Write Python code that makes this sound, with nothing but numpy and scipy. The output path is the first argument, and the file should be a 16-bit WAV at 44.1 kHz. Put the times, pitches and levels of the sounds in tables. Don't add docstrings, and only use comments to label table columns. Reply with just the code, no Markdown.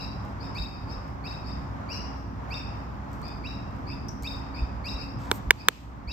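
import sys
import numpy as np
from scipy import signal
from scipy.fft import rfft, irfft, next_fast_len
from scipy.io import wavfile
from scipy.ndimage import map_coordinates

SR = 44100
rng = np.random.default_rng(int(sys.argv[2]) if len(sys.argv) > 2 else 0)


def generate_wav(signal):
    frames = np.transpose(np.atleast_2d(signal))
    scaled = np.clip(frames, -1, 1) * 32767
    pcm = np.round(scaled).astype(np.int16)
    wavfile.write(sys.argv[1], SR, pcm)


N = 269892


def amp(db):
    return 10 ** (np.asarray(db) / 20)


def unit(x):
    return x / np.sqrt(np.mean(x ** 2) + 1e-20)


def along(points, hz):
    f, v = np.transpose(points)
    return np.interp(np.log(hz + 1), np.log(f + 1), v)


def wobble(rate, size=N):
    knots = rng.standard_normal(int(size * rate / SR) + 4)
    return map_coordinates(knots, [np.arange(size) * rate / SR])


def filtered(x, response):
    n = x.shape[-1]
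    m = next_fast_len(n + SR // 8)
    return irfft(rfft(x, m) * response(np.fft.rfftfreq(m, 1 / SR)), m)[..., :n]


def add(track, s, sound):
    i = round(s * SR)
    part = sound[..., max(-i, 0):N - i]
    track[..., max(i, 0):max(i, 0) + part.shape[-1]] += part


def coloured_noise(size, spectrum):
    return unit(filtered(rng.standard_normal(size), lambda hz: amp(along(spectrum, hz))))


# f/Hz, correlation coefficient
COHERENCE = [(60, .7), (250, .8), (600, .3), (1000, .15), (3000, .2), (8000, .5), (12000, .9)]
def stereo_noise(spectrum):
    def response(hz):
        angle = np.arccos(np.clip(along(COHERENCE, hz), -1, 1)) / 2
        return amp(along(spectrum, hz)) * [np.cos(angle), np.sin(angle)]
    mid, side = filtered(rng.standard_normal((2, N)), response)
    return unit(np.array([mid + side, mid - side]))


# f/Hz, relative level/dB
RUMBLE = [(12, -55), (20, -37.5), (40, -5), (60, -1.5), (129, -2), (162, -5.5), (209, -7), (241, -8.5),
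          (274, -9), (303, -13.5), (335, -12), (600, -34.5), (780, -35), (1320, -120)]
TRAFFIC = [(150, -43), (330, -10), (480, -2.5), (650, -0.5), (900, 3), (1200, 0), (1500, -6), (2000, -12),
           (3000, -23), (4500, -28.5), (7000, -33.5), (12000, -68.5)]
HISS = [(2500, -8.5), (5000, 9), (7000, 2.5), (8500, 1), (9800, -41), (11500, 3.5), (14000, 5),
        (15500, -29), (17000, -45)]
def background(rumble_db=-38.5, traffic_db=-43, hiss_db=-74):
    rumble = amp(rumble_db + 1.27 * wobble(12)) * stereo_noise(RUMBLE)
    traffic = amp(traffic_db + 1.5 * wobble(7.6)) * stereo_noise(TRAFFIC)
    hiss = amp(hiss_db + wobble(21) + wobble(72)) * stereo_noise(HISS)
    return rumble + traffic + hiss


# f/Hz, level/dB
PUMP_TONES = [(62, -42.5), (104, -48.5), (202, -52), (274.3, -49)]
def pump(drift_hz=1.35, sway_db=2.5):
    tone = lambda hz: np.sin(2 * np.pi * np.cumsum(hz + drift_hz * wobble(9)) / SR)
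    return sum(amp(db) * unit(tone(hz) * amp(sway_db * wobble(7.6))) for hz, db in PUMP_TONES)


# f/Hz, relative level/dB
RASP = [(1500, -26), (4000, 9.5), (5700, -5), (8000, 2.5), (9800, -44.5), (11800, 4.5), (13500, -15),
        (15000, -23.5)]
def chirp(slur_s, top_hz, leap_hz, fundamental_db, octave_db, leap_db, fade_db,
          start_hz=2127, leap_s=0.014, rasp_db=-20, overtone_db=-30):
    t = np.arange(round((slur_s + leap_s) * SR)) / SR
    u = np.clip(t / slur_s, 0, 1)
    v = np.clip((t - slur_s) / leap_s, 0, 1)
    slur_hz = top_hz + (start_hz - top_hz) * (1 - u) ** 1.35
    whistle_hz = leap_hz * (1 - 0.041 * (1 - v) ** 2)
    jitter = 1 + .005 * wobble(500, len(t))
    phase = 2 * np.pi * np.cumsum(np.where(t < slur_s, slur_hz, whistle_hz) * jitter) / SR
    ease = lambda share: np.sin(np.pi / 2 * np.minimum(share, 1)) ** 2
    release = ease((1 - u) * 10)
    harmonic_envelope = ease(u / 0.19) * release * amp(1.5 * wobble(260, len(t)) - fade_db * u ** 2)
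    fundamental = amp(fundamental_db) * u ** 0.6 * release * np.sin(phase)
    overtones = amp(overtone_db) * (np.sin(3 * phase) + np.sin(5 * phase))
    harmonics = amp(octave_db) * harmonic_envelope * (np.sin(2 * phase) + overtones)
    leap = amp(leap_db) * ease(v / .2) * ease(2 * (1 - v)) * np.sin(phase)
    rasp = amp(octave_db + rasp_db) * np.sin(np.pi * t / t[-1]) * coloured_noise(len(t), RASP)
    return fundamental + harmonics + leap + rasp


# f/Hz, T60/s
GARDEN_T60 = [(500, 0.13), (2600, 1), (3800, 0.68), (5000, 0.88), (12000, 0.44)]
def scatter(build_s, clump_db):
    size = SR * 2 // 3
    clumps = amp(clump_db * wobble(450, size) * np.linspace(1, 0, size) ** 3)
    hz, t, bands = signal.stft(clumps * rng.standard_normal((2, size)), SR, nperseg=256)
    decay = amp(-60 * t / along(GARDEN_T60, hz)[:, None])
    tail = signal.istft(bands * decay * (1 - np.exp(-t / build_s)), SR, nperseg=256)[1]
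    return tail / np.linalg.norm(tail[0])


# delay/s, left level/dB, right level/dB
REFLECTIONS = [(0.01, -7, -3), (.035, -10, -16), (0.046, -15, -20), (0.062, -12.5, -4.5), (.12, -18, -20),
               (0.15, -25, -21), (0.159, -22, -19), (0.231, -27, -22)]
# f/Hz, gain/dB
GARDEN_COLOUR = [(2400, -2.5), (3000, -4), (3800, -2), (4500, 4.5), (5300, 9), (7500, 7.5)]
def poolside_path(direct_db, house_db, house_s=.072, house_highpass_hz=3300):
    response = amp(-2) * scatter(build_s=0.021, clump_db=6)
    for delay, *port_db in REFLECTIONS:
        facets = irfft(np.exp(2j * np.pi * rng.random((2, SR // 400))))
        add(response, delay - facets.shape[1] / SR / 2, amp(port_db)[:, None] * facets)
    response = filtered(response, lambda hz: amp(along(GARDEN_COLOUR, hz)))
    response[:, 0] += amp(direct_db + np.array([-1, 1]))
    house = np.zeros_like(response)
    house[:, round(house_s * SR)] = amp(house_db + np.array([1.5, -1.5]))
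    return response + filtered(house, lambda hz: 1 - 1 / (1 + (hz / house_highpass_hz) ** 6))


# t/s, slur duration/s, slur top f/Hz, leap f/Hz, fundamental level/dB,
# octave level/dB, leap level/dB, octave fade/dB, direct gain/dB, house echo gain/dB
NEAR_NOTES = [(-.028, 0.034, 2785, 3980, -40.5, -48.5, -40, 8, -4.5, -19),
              (0.549, 0.033, 2648, 3825, -37, -43, -34.5, 11, -1.5, -3.5),
              (1.237, 0.036, 2700, 3856, -39.5, -47, -39, 8, -2.5, -7),
              (1.884, 0.046, 2910, 4130, -36, -43.5, -46, 4, -5, -17),
              (2.502, 0.038, 2753, 3720, -34.5, -44, -35.5, 8.5, -1, -19),
              (3.436, 0.033, 2794, 3890, -37, -49.5, -39, 6.5, -0.5, -9),
              (4.239, 0.032, 2690, 3784, -38, -44, -33.5, 10.5, 2, -6),
              (4.84, 0.044, 2780, 3890, -38, -43, -35.5, 7, 0, -5),
              (6.072, 0.04, 2730, 3880, -34.5, -43, -31.5, 3, -1, -6)]
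def near_bird(gain_db=1):
    out = np.zeros((2, N))
    for s, *note, direct_db, house_db in NEAR_NOTES:
        heard = signal.fftconvolve(chirp(*note)[None], poolside_path(direct_db, house_db), axes=1)
        add(out, s, amp(gain_db) * heard)
    return out


def shrub_path(fence_db, direct_db=-19.5, loss_db_per_s=25, fence_s=0.035, foliage_lowpass_hz=3260):
    response = filtered(scatter(build_s=0.011, clump_db=5), lambda hz: amp(1 + along(GARDEN_COLOUR, hz)))
    response *= amp(-loss_db_per_s * np.arange(response.shape[1]) / SR)
    response[:, 0] += amp(direct_db)
    fence = np.zeros_like(response)
    fence[:, round(fence_s * SR)] = amp(fence_db + np.array([-1, 1]))
    return response + filtered(fence, lambda hz: 1 / (1 + (hz / foliage_lowpass_hz) ** 8))


# t/s, slur duration/s, slur top f/Hz, leap f/Hz, fundamental level/dB,
# octave level/dB, leap level/dB, octave fade/dB, fence echo gain/dB
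ANSWER_NOTES = [(-.012, 0.032, 2773, 3880, -43, -48, -43.5, 8, -10),
                (0.384, 0.044, 2687, 3780, -46, -51, -46, 4, -12),
                (0.865, 0.035, 2714, 3880, -48, -50, -49, 2.5, -12),
                (1.433, 0.042, 2670, 3760, -48.5, -50.5, -43.5, 7, -8),
                (3.215, 0.036, 2580, 3680, -45, -48, -46.5, 10, -10),
                (3.855, 0.041, 2684, 3690, -39.5, -48.5, -48, 12, -3),
                (4.53, .033, 2633, 3740, -40, -49.5, -44.5, 6, -3),
                (4.969, 0.03, 2730, 3780, -38, -46.5, -54, 8, -10),
                (5.561, .031, 2620, 3780, -38, -48.5, -48.5, 5, -10.5)]
def answering_bird(gain_db=1):
    out = np.zeros((2, N))
    for s, *note, fence_db in ANSWER_NOTES:
        heard = signal.fftconvolve(chirp(*note)[None], shrub_path(fence_db), axes=1)
        add(out, s, amp(gain_db) * heard)
    return out


# t/s, level/dB
TICKS = [(0.25, -45), (0.5486, -45), (1.079, -50), (2.501, -48), (3.116, -53), (3.131, -41), (3.14, -46),
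         (3.216, -44), (3.282, -45), (3.763, -54), (4.0843, -39.5), (4.09, -54), (4.224, -34),
         (4.2284, -42), (4.233, -32.5), (4.3638, -46), (4.858, -41), (5.216, -47)]
# f/Hz, relative level/dB
SCRATCH = [(1500, -20), (3500, 1), (6000, 3.5), (8200, 5), (9900, -15.5), (12000, 2.5), (14500, -1.5),
           (16000, -18)]
def ticks(gain_db=-2, rise_s=0.00053, t60_s=0.0065, tail_db=-24, tail_t60_s=0.44):
    out, t = np.zeros(N), np.arange(SR // 4) / SR
    decay = amp(-60 * t / t60_s) + amp(tail_db - 60 * t / tail_t60_s)
    envelope = (1 - np.exp(-t / rise_s)) * decay
    for s, db in TICKS:
        add(out, s, amp(db + gain_db) * envelope * coloured_noise(len(t), SCRATCH))
    return out


# t/s, level/dB
BUMPS = [(0.598, -23.5), (0.968, -30.5), (4.22, -30.5), (4.62, -18.5), (4.94, -27.5), (5.468, -24.5),
         (6.071, -24)]
def bumps(hz=56, peak_s=0.01):
    out, t = np.zeros(N), np.arange(SR // 5) / SR
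    pulse = t / peak_s * np.exp(1 - t / peak_s) * np.sin(2 * np.pi * hz * t)
    for s, db in BUMPS:
        add(out, s, amp(db) * pulse)
    return out


def tsip(start_s=4.079, length_s=0.011, db=-36, start_hz=4770, end_hz=6420, blur_t60_s=0.12, tail_db=-9):
    out, u = np.zeros((2, N)), np.linspace(0, 1, round(length_s * SR))
    phase = 2 * np.pi * np.cumsum(start_hz + (end_hz - start_hz) * u) / SR
    note = amp(db) * np.sin(np.pi * u) * np.sin(phase)
    tail = scatter(build_s=.01, clump_db=1)
    leaves = rng.standard_normal(tail.shape) * amp(-60 * np.arange(tail.shape[1]) / SR / blur_t60_s)
    response = leaves / np.linalg.norm(leaves[0]) + amp(tail_db) * tail
    add(out, start_s, signal.fftconvolve(note[None], response, axes=1))
    return out


# t/s, attack/s, decay onset/s, T60/s, level/dB, spectral tilt/(dB per octave)
RUBS = [(5.177, 0.02, 0.12, .12, -60.5, -8), (5.306, .003, 0.066, 0.066, -52.5, 7)]
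def rubs(grain_db=2, pivot_hz=8000):
    out, t = np.zeros(N), np.arange(SR // 3) / SR
    octaves = lambda hz: np.clip(np.log2((hz + 1) / pivot_hz), -2, 2)
    for s, attack, hold, t60, db, tilt in RUBS:
        level_db = db - 60 * np.maximum(t - hold, 0) / t60 + grain_db * wobble(147, len(t))
        noise = filtered(coloured_noise(len(t), SCRATCH), lambda hz: amp(tilt * octaves(hz)))
        add(out, s, amp(level_db) * np.minimum(t / attack, 1) * unit(noise))
    return out


# t/s, level/dB, thud f/Hz, thud level/dB, knock f/Hz, knock level/dB, snap f/Hz,
# clack f/Hz, clack level/dB, edge f/Hz, edge level/dB, crack level/dB, echo gain/dB, rebound gain/dB
TAPS = [(5.3143, -10, 408, -12.5, 980, -14.5, 1390, 2270, -15, 3540, -2.5, -8, -11.5, -16),
        (5.507, 5.5, 477, -24, 1037, -23, 1964, 3400, -16.5, 2660, -11.5, -17, -12.5, -7),
        (5.685, 3, 465, -20, 1325, -14, 1610, 2550, -14, 3300, -1.5, -5, -18, -15)]
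# f/Hz, relative level/dB
CRACK = [(1000, -2), (8000, 9), (9800, -6), (11500, 1), (16000, -1.5)]
TAP_ECHO = [(500, -17), (2500, 1), (5000, -7), (8000, -10), (10000, -32), (13000, -11), (15500, -41)]
def taps(crack_peak_s=0.00062, rattle_t60_s=0.035, rebound_s=.00156, echo_rise_s=.025, echo_t60_s=0.68):
    out, t, echo_t = np.zeros((2, N)), np.arange(SR // 20) / SR, np.arange(SR // 2) / SR
    pan = np.array([[-1], [1]])
    swell = lambda peak_s: (t / peak_s * np.exp(1 - t / peak_s)) ** 2
    mode = lambda hz, cycles_to_peak: np.sin(2 * np.pi * hz * t) * swell(cycles_to_peak / hz)
    echo_envelope = (1 - np.exp(-echo_t / echo_rise_s)) * amp(-60 * echo_t / echo_t60_s)
    for (s, db, thud_hz, thud_db, knock_hz, knock_db, snap_hz, clack_hz, clack_db,
         edge_hz, edge_db, crack_db, echo_db, rebound_db) in TAPS:
        thud = amp(thud_db + 5.5 * pan) * mode(thud_hz, 1.18)
        knock = amp(knock_db + 7.5 * pan) * mode(knock_hz, 2)
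        upper = mode(snap_hz, 1) + amp(clack_db) * mode(clack_hz, 4.4) + amp(edge_db) * mode(edge_hz, 2)
        crack = amp(crack_db - 3.5 * pan) * swell(crack_peak_s) * coloured_noise(len(t), CRACK)
        dull_noise = unit(signal.lfilter(*signal.butter(1, 3000, fs=SR), rng.standard_normal(len(t))))
        rattle = dull_noise * amp(-30 - 60 * t / rattle_t60_s)
        tap = amp(db + 1.1 * pan) * (thud + knock + upper + crack + rattle)
        rebound = -amp(rebound_db) * tap
        for when, (left, right) in ((s, tap), (s + rebound_s, rebound)):
            add(out[0], when + 3 / SR, left)
            add(out[1], when, right)
        wash = echo_envelope * rng.standard_normal((2, len(echo_t)))
        echo = filtered(wash, lambda hz: amp(along(TAP_ECHO, hz)))
        add(out, s, amp(db + crack_db + echo_db - 11) * echo)
    return out


# f/Hz, left minus right level/dB
PORT_BALANCE = [(60, -1), (350, -1.5), (800, 0.4), (2500, -2), (3700, 3.5), (4800, 10), (8000, 2),
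                (11000, 0.5)]
def scene(right_lag_s=.00036):
    left, right = background() + pump()
    right = filtered(right, lambda hz: np.exp(-2j * np.pi * hz * right_lag_s))
    garden = np.array([left, right]) + near_bird() + answering_bird() + tsip() + ticks() + bumps()
    at_ports = filtered(garden, lambda hz: amp(along(PORT_BALANCE, hz) * np.array([[.5], [-.5]])))
    return at_ports + taps() + rubs()


def record(dry, threshold_db=-13, release_db_per_s=10, depth=0.8, lag_s=.002, lowpass_hz=16100):
    t, window = np.arange(N) / SR, SR // 250
    power = signal.lfilter(np.ones(window) / window, 1, np.mean(dry ** 2, axis=0))
    excess_db = np.maximum(10 * np.log10(abs(power) + 1e-12) - threshold_db, 0)
    duck_db = np.maximum.accumulate(depth * excess_db + release_db_per_s * t) - release_db_per_s * t
    late_duck_db = np.interp(t - lag_s, t, duck_db)
    clipped = np.clip(dry * amp(-late_duck_db), -1, 1)
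    return filtered(clipped, lambda hz: 1 / (1 + (hz / lowpass_hz) ** 60))


dry = scene()
out = record(dry)
generate_wav(out)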